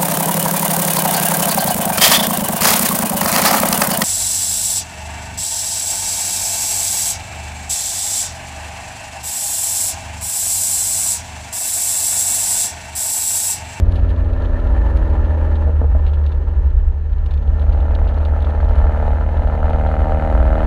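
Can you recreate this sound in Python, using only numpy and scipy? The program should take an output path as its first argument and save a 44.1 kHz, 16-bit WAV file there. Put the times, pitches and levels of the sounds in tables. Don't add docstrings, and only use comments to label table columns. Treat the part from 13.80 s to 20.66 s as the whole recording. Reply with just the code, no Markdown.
import sys
import numpy as np
from scipy import signal
from scipy.fft import rfft, irfft
from scipy.io import wavfile
from scipy.ndimage import uniform_filter1d

SR = 44100
rng = np.random.default_rng(int(sys.argv[2]) if len(sys.argv) > 2 else 0)


def master(y):
    cut = np.clip(np.atleast_2d(y).T, -1, 1)
    pcm = np.round(cut * 32767)
    wavfile.write(sys.argv[1], SR, pcm.astype(np.int16))


N = 302526
TIME = np.arange(N) / SR

# time_s, firing_hz
FIRING_RATE = [(0.0, 87.39), (0.45, 84.55), (1.3, 78.64), (1.85, 75.45), (2.3, 73.72), (3.5, 73.73),
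               (3.9, 74.39), (5.0, 75.46), (5.5, 76.26), (6.2, 77.53), (6.86, 79.23)]
# time_s, level_db
PULSE_LEVEL = [(0, -58.5), (3.3, -58.5), (3.95, -35.5), (4.6, -35), (5.25, -29), (5.5, -33), (5.8, -28),
               (6.86, -24.5)]


def undb(db):
    return 10 ** (np.asarray(db) / 20)


def unit(x):
    return x / np.sqrt(np.mean(x ** 2))


def curve(table):
    return np.interp(TIME, *np.transpose(table))


def response(colour, size=16384):
    hz, db = np.transpose(colour)
    bins_hz = np.maximum(np.fft.rfftfreq(size, 1 / SR), 1)
    rolloff_db = 40 * np.log10(np.maximum(bins_hz / hz[-1], 1))
    gain_db = np.interp(np.log(bins_hz), np.log(hz), db) - rolloff_db
    cepstrum = irfft(np.log(undb(gain_db)))
    cepstrum[1:size // 2] *= 2
    cepstrum[size // 2 + 1:] = 0
    return irfft(np.exp(rfft(cepstrum)))


def resonances(modes):
    grid_hz = np.geomspace(30, SR / 2, 1200)
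    power = sum(undb(2 * db) / (1 + (2 * (grid_hz - hz) / width) ** 2) ** 2 for hz, width, db in modes)
    return np.column_stack([grid_hz, 10 * np.log10(power)])


def ring(x, impulse):
    return signal.fftconvolve(x, impulse)[:N]


def treble(x, above_hz, order):
    return signal.sosfilt(signal.butter(order, above_hz, "high", fs=SR, output="sos"), x)


def noise(colour):
    return unit(ring(rng.standard_normal(N), response(colour)))


def walk(rate_hz):
    hold = int(SR / rate_hz)
    steps = np.repeat(rng.standard_normal(N // hold + 1), hold)
    return np.clip(unit(uniform_filter1d(steps, hold)[:N]), -2, 2)


def pulses(times_s, sizes):
    place = np.clip(times_s * SR, 0, N)
    whole, part = place.astype(int), place % 1
    before = np.bincount(whole, sizes * (1 - part), N + 2)
    after = np.bincount(whole + 1, sizes * part, N + 2)
    return (before + after)[:N]


def puffs(clicks, rise_s, decay_s):
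    t = TIME[:SR // 10]
    fade = (1 - np.exp(-t / rise_s)) * np.exp(-t / decay_s)
    return ring(clicks, fade) * rng.standard_normal(N) / np.sqrt(np.sum(fade ** 2))


def throttle(close_s=1.98, closing_takes_s=0.29, open_s=3.55, opening_takes_s=0.16):
    lifted = np.clip((TIME - close_s) / closing_takes_s + .5, 0, 1)
    pulling = np.clip((TIME - open_s) / opening_takes_s + .5, 0, 1)
    return 1 - lifted, lifted - pulling, pulling


def whine(pitch_hz=6310, wobble_hz=33, wobbles_per_s=29.5, waver_hz=4, tone_db=-73, octave_db=-98):
    _, coasting, _ = throttle()
    hz = pitch_hz + wobble_hz * np.sin(2 * np.pi * wobbles_per_s * TIME) + waver_hz * walk(20)
    angle = 2 * np.pi * np.cumsum(hz) / SR
    tone = undb(tone_db) * np.sin(angle) + undb(octave_db) * np.sin(2 * angle)
    return np.sqrt(2) * tone * undb(-3 * coasting)


def strays(spatters, within_s=.15, offset_db=-12.5, spread_db=4):
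    start_s, level_db, treble_db, decay_s = np.transpose(spatters)
    when, size = rng.uniform(-1, 1, (len(start_s), 2)).T
    softer_db = level_db + offset_db + spread_db * size
    return np.column_stack([np.abs(start_s + within_s * when), softer_db, treble_db, decay_s])


def grit(rise_s=0.0015, grain_db=4.0, bright_hz=7000):
    # start_s, level_db, added_treble_db, decay_s
    spatters = [(0.112, -42.5, 11, .003), (0.120, -41, 7, .003), (0.154, -39.5, 7, 0.012),
                (0.190, -50, -5, 0.0062), (0.290, -46, 3, .004), (0.301, -45, 4, 0.006),
                (0.361, -47, -10, 0.0037), (0.530, -49, -7, 0.0065), (0.620, -46, -3, .003),
                (0.647, -46, -5, .005), (0.655, -44, 0, .004), (0.797, -46, -7, 0.0034),
                (0.870, -45, -5, .003), (1.170, -39, 10, .004), (1.448, -49.5, -2, 0.0087),
                (1.753, -44, -8, 0.0078), (2.263, -42.5, -5, 0.011), (2.294, -54, -6, 0.0037),
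                (2.333, -46.5, -8, 0.011), (2.436, -52.5, -1, .005), (2.462, -42.5, 5, 0.0076),
                (2.489, -51.5, -8, .003), (2.518, -47.5, -1, 0.0096), (2.901, -52, -2, .003),
                (3.327, -52.5, -3, 0.0068), (3.382, -53, -9, .003), (3.458, -43.5, 6, .006),
                (3.506, -45.5, 2, .008), (3.536, -44, 5, .006), (3.572, -48.5, -4, 0.007),
                (3.673, -49.5, 5, .005), (3.795, -41.5, 0, 0.0034), (3.816, -47, -3, .009),
                (3.922, -46.5, -3, .008), (4.001, -46, 0, .006), (4.143, -47, 1, .004),
                (4.150, -35.5, -8, .0035), (4.246, -49, -6, .004), (4.274, -45, 1, .01),
                (4.302, -54, -1, .005), (4.338, -46, 1, 0.005), (4.383, -51, -11, 0.0043),
                (4.449, -40, 1, 0.0071), (4.602, -47.5, -6.5, .004), (4.621, -43, 4, 0.0058),
                (4.645, -40, -9, 0.0043), (4.806, -47, -4, .004), (4.844, -50, -4, .004),
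                (4.887, -48, -8, 0.0053), (4.953, -44, 6, .005), (4.980, -46, 2, .004),
                (5.312, -48, 1, .003), (5.571, -45, -5, 0.0033), (5.672, -48, -5, .005),
                (5.894, -44.5, 7, .006), (5.927, -48, -8, .006), (6.068, -47, -6, .012)]
    # freq_hz, gain_db
    tick_colour = [(1200, -23), (2200, 3.5), (2900, 8.5), (4100, 6), (5100, -8.5), (6500, -18),
                   (8500, -29.5), (10300, -17), (11800, -36), (15000, -39)]
    t = TIME[:SR // 12]
    dull, bright = np.zeros((2, N + len(t)))
    for start_s, level_db, treble_db, decay_s in np.vstack([spatters, strays(spatters)]):
        shape = (1 - np.exp(-t / rise_s)) ** 2 * np.exp(-t / decay_s)
        span = int(start_s * SR) + np.arange(len(t))
        dull[span] += undb(level_db) * shape / shape.max()
        bright[span] += undb(level_db + treble_db) * shape / shape.max()
    grains = rng.standard_normal(N) * undb(grain_db * walk(900))
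    ticks = unit(ring(grains, response(tick_colour)))
    ticks /= np.sqrt(uniform_filter1d(ticks ** 2, SR // 150))
    return ticks * dull[:N] + treble(ticks, bright_hz, order=2) * bright[:N]


def tyres(level_db=-43):
    # freq_hz, gain_db
    roar_colour = [(70, 7), (130, 4), (200, 3), (290, -17), (400, 3.5), (560, -7), (720, -24),
                   (1500, -30.5)]
    return noise(roar_colour) * undb(level_db)


def hollow_rush():
    # centre_hz, width_hz, gain_db
    pipe_flow_modes = [(452, 36, -5), (625, 30, -3), (777, 21, 3.5), (823, 19, 1.5), (873, 20, 0),
                       (923, 27, 0), (988, 30, -4.5), (1006, 32, -4), (1090, 36, -13), (1128, 36, -10),
                       (1206, 68, -8.5), (1324, 140, -9.5), (1389, 77, -7.5), (1500, 40, -12),
                       (1632, 100, -12), (1762, 150, -7.5)]
    # freq_hz, gain_db
    rush_colour = [(120, 4), (200, -7), (290, -2.5), (345, -6.5), (400, -4), (600, -1), (720, -10),
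                   (950, -9.5), (1100, -14.5), (1500, -20.5), (1880, -19), (2020, -25), (3000, -50.5)]
    hz, modes_db = resonances(pipe_flow_modes).T
    broad_hz, broad_db = np.transpose(rush_colour)
    broad = undb(np.interp(np.log(hz), np.log(broad_hz), broad_db))
    return noise(np.column_stack([hz, 20 * np.log10(np.hypot(broad, undb(modes_db)))]))


def pipe_flow(phase, boost_db=7.0, flutter_db=1.64, flicker_db=0.5, throb_db=2.2, lag_periods=.4):
    # time_s, relative_db
    rush_level = [(0, -43.5), (.55, -41), (.85, -38), (1.25, -37.5), (1.56, -40), (1.66, -36),
                  (1.76, -39.5), (2.05, -44.5), (2.6, -44), (3.15, -51.5), (3.9, -43), (4.6, -41),
                  (5.1, -37), (5.5, -40.5), (6.86, -35)]
    # freq_hz, gain_db
    hiss_colour = [(1500, -0.5), (2100, 1.5), (2550, 2), (3100, -0.5), (3450, -6), (4300, -5.5),
                   (4800, -14.5), (7000, -19.5), (8500, -24.5), (10300, -22), (11800, -32), (15000, -50)]
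    rush_db, firing_hz = curve(rush_level), curve(FIRING_RATE)
    _, _, pulling = throttle()
    hiss_db = -53 + 0.63 * (rush_db - rush_db.mean()) + 0.21 * (firing_hz - firing_hz.mean())
    flutter = flutter_db * walk(70)
    throb = throb_db * (1 - pulling) * np.cos(2 * np.pi * (phase - lag_periods))
    rush = hollow_rush() * undb(rush_db + boost_db + flutter + throb)
    hiss = noise(hiss_colour) * undb(hiss_db + flutter + flicker_db * walk(200))
    return rush + hiss


def wind(gust_db=2.3, gusts_per_s=12):
    # freq_hz, gain_db
    eddy_colour = [(12, -24), (20, -13), (25, 3.5), (36, 7.5), (50, 6), (62, 7.5), (72, 0), (80, -9),
                   (88, -14), (97, -24), (125, -22.5), (200, -49.5)]
    # time_s, level_db
    buffet_level = [(0, -13), (.5, -16.5), (.7, -14.5), (1.2, -13), (1.5, -16), (1.78, -19.5),
                    (2.15, -16.5), (2.6, -15.5), (2.9, -14), (3.18, -20), (3.35, -15), (4.3, -16),
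                    (4.65, -20.5), (4.95, -14.5), (5.35, -15.5), (5.55, -18.5), (6.05, -16), (6.86, -13)]
    eddies = noise(eddy_colour)
    envelope = np.sqrt(uniform_filter1d(np.abs(signal.hilbert(eddies)) ** 2, SR // 10))
    evened = unit(eddies / envelope ** .8)
    return evened * undb(curve(buffet_level) + gust_db * walk(gusts_per_s))


def pipe_lift(partial_hz):
    # centre_hz, half_width_hz, lift_db
    peaks = [(247.3, 18, 3), (317.2, 8.4, 7.5), (447, 10, 1), (579, 38, 10)]
    return sum(db / (1 + ((partial_hz - hz) / width) ** 2) for hz, width, db in peaks)


def engine_note(phase, waver_db=0.95):
    # quarters_of_firing_rate, easing_db, coasting_db, pulling_db
    partials = [(10, -30.5, -23.5, -8), (11, -18.5, -8, -8.5), (14, -13, -9.5, -10.5), (15, -19.5, -12, -7),
                (17, -18, -20, -13.5), (18, -11, -13, -14.5), (19, -21, -15, -14), (20, -8, -3.5, -11),
                (22, -12.5, -16, -18.5), (26, -13.5, -9.5, -15.5), (27, -20, -12, -7),
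                (28, -12.5, -13.5, -18), (30, -13, -19, -15.5), (31, -27, -21.5, -14.5),
                (32, -12, -26.5, -31), (34, -22.5, -15.5, -7.5), (44, -18, -26, -10.5)]
    # time_s, gain_db
    note_level = [(0, -39), (1.8, -36), (2.1, -43.5), (2.8, -42.5), (3.25, -57), (4.0, -40.5), (5.2, -43),
                  (6.86, -38.5)]
    shares, firing_hz = np.array(throttle()), curve(FIRING_RATE)
    note = 0
    for quarters, *throttle_db in partials:
        multiple = quarters / 4
        db = np.array(throttle_db) @ shares + pipe_lift(multiple * firing_hz) + waver_db * walk(14)
        note += undb(db) * np.sin(2 * np.pi * (multiple * phase + rng.random()))
    return np.sqrt(2) * note * undb(curve(note_level))


def afterfire(boost_db=1, flame_db=-4):
    # start_s, relative_db
    pops = [(1.869, -21), (1.877, -19), (1.885, -20), (1.894, -19), (2.016, -10), (2.028, -20),
            (2.036, -21), (2.043, -13), (2.122, -25), (2.150, -15), (2.168, -21), (2.196, -24)]
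    # centre_hz, width_hz, gain_db
    pop_modes = [(117, 150, 7), (274, 96, 3), (466, 53, 4.5), (533, 56, 1), (630, 88, 2), (800, 270, -8.5),
                 (950, 410, -13), (1310, 380, -16)]
    start_s, pop_db = np.transpose(pops)
    clicks = pulses(start_s, undb(pop_db + boost_db))
    flame = undb(flame_db) * puffs(clicks, rise_s=0.001, decay_s=0.0051)
    pipe = response(resonances(pop_modes))
    return -ring(clicks + flame, pipe / np.abs(pipe).max())


def pipe_boom(phase, load_steps_db=(-38, -32.5, -25.5)):
    # time_s, level_db
    boom_level = [(0, -15), (.5, -21), (.8, -22), (1.15, -19), (1.8, -14), (2.6, -15.5), (3.05, -19),
                  (3.35, -20), (3.85, -15.5), (4.8, -16), (5.3, -17.5), (6.86, -20.5)]
    # time_s, level_db
    octave_level = [(0, -31.5), (.35, -38.5), (.65, -44), (1.2, -35), (1.7, -45), (2.3, -38.5),
                    (3.1, -47.5), (3.55, -36), (3.85, -37.5), (4.3, -49), (4.75, -48.5), (5.15, -36),
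                    (5.6, -36), (6.1, -31), (6.86, -32)]
    # multiple, easing_db, coasting_db, pickup_db, light_load_db, full_load_db
    overtones = [(3, -38, -51, -42.5, -39, -34), (4, -43.5, -56.5, -57.5, -61, -41.5),
                 (6, -49.5, -56, -54.5, -48.5, -45)]
    easing, coasting, pulling = throttle()
    pulse_db, firing_hz = curve(PULSE_LEVEL), curve(FIRING_RATE)
    harmonics = [(1, curve(boom_level)), (2, curve(octave_level))]
    for multiple, easing_db, coasting_db, *loaded_db in overtones:
        pulling_db = np.interp(pulse_db, load_steps_db, loaded_db)
        level_db = easing * easing_db + coasting * coasting_db + pulling * pulling_db
        harmonics.append((multiple, level_db + pipe_lift(multiple * firing_hz)))
    return np.sqrt(2) * sum(undb(db) * np.cos(2 * np.pi * multiple * phase) for multiple, db in harmonics)


def bark(phase, light_db=-29, full_db=-24, scatter_db=1.38, jitter_periods=0.004, gas_db=-12):
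    # light_load_db, full_load_db, light_load_delay_periods
    cylinders = [(-1, -1.3, -.006), (2.8, 2.2, 0), (-6, -2.5, .014), (1.8, 2.6, -.009)]
    # centre_hz, width_hz, gain_db
    tailpipe_modes = [(274, 16, -12.5), (442, 48, 0), (553.4, 60, 4), (642, 97, 6.5), (710, 100, -3),
                      (774.8, 26, 6), (830, 34, 3), (904, 65, 0.5), (980, 50, -8), (1164, 150, -13),
                      (1301, 160, -7), (1378, 80, -9), (1546, 170, -12), (1716, 63, -24.5),
                      (2060, 210, -18), (2456, 200, -25), (2950, 240, -27)]
    # freq_hz, gain_db
    sizzle_colour = [(1500, -10), (2900, 1), (4200, -2.5), (5200, -18.5), (7000, -14.5), (8500, -19.5),
                     (10300, -12.5), (12000, -27), (15000, -37)]
    level_db = curve(PULSE_LEVEL)
    firings = np.arange(int(phase[-1]) - 1)
    load = np.clip((np.interp(firings, phase, level_db) - light_db) / (full_db - light_db), 0, 1)
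    lumpy_db, paired_db, delay = np.array(cylinders)[firings % len(cylinders)].T
    when, size = rng.standard_normal((len(firings), 2)).T
    opening_phase = firings + .63 + (1 - load) * delay + jitter_periods * when
    front_db = (1 - load) * lumpy_db + load * paired_db + scatter_db * size
    fronts = pulses(np.interp(opening_phase, phase, TIME), undb(front_db))
    pipe = response(resonances(tailpipe_modes))
    ringing = unit(ring(fronts, pipe))
    gas = ring(puffs(fronts, rise_s=0.00022, decay_s=0.00027), pipe)
    rasp = unit(treble(gas, above_hz=950, order=4))
    sizzle = unit(ring(puffs(fronts, rise_s=0.0011, decay_s=0.0026), response(sizzle_colour)))
    sizzle_db = -32 + .35 * np.maximum(level_db - light_db, 0)
    return (undb(gas_db) * rasp + undb(sizzle_db) * sizzle - ringing) * undb(level_db)


def scene():
    phase = np.cumsum(curve(FIRING_RATE)) / SR
    exhaust = pipe_boom(phase) + engine_note(phase) + bark(phase) + afterfire()
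    return (exhaust + wind() + pipe_flow(phase) + tyres() + grit() + whine())[None]


def record(dry, top_hz=15300):
    # freq_hz, gain_db
    housing_colour = [(4000, 0), (4800, -1), (5700, -0.5), (6500, -1), (6900, 1.5), (7500, -1),
                      (9400, -1.5), (10100, -1), (11550, -4), (12300, -3.5), (12950, 3), (13600, -2),
                      (14100, 0), (15000, -7.5)]
    top_cut = signal.ellip(8, .2, 70, top_hz, fs=SR, output="sos")
    return signal.sosfilt(top_cut, ring(dry[0], response(housing_colour)))[None]


dry = scene()
out = record(dry)
master(out)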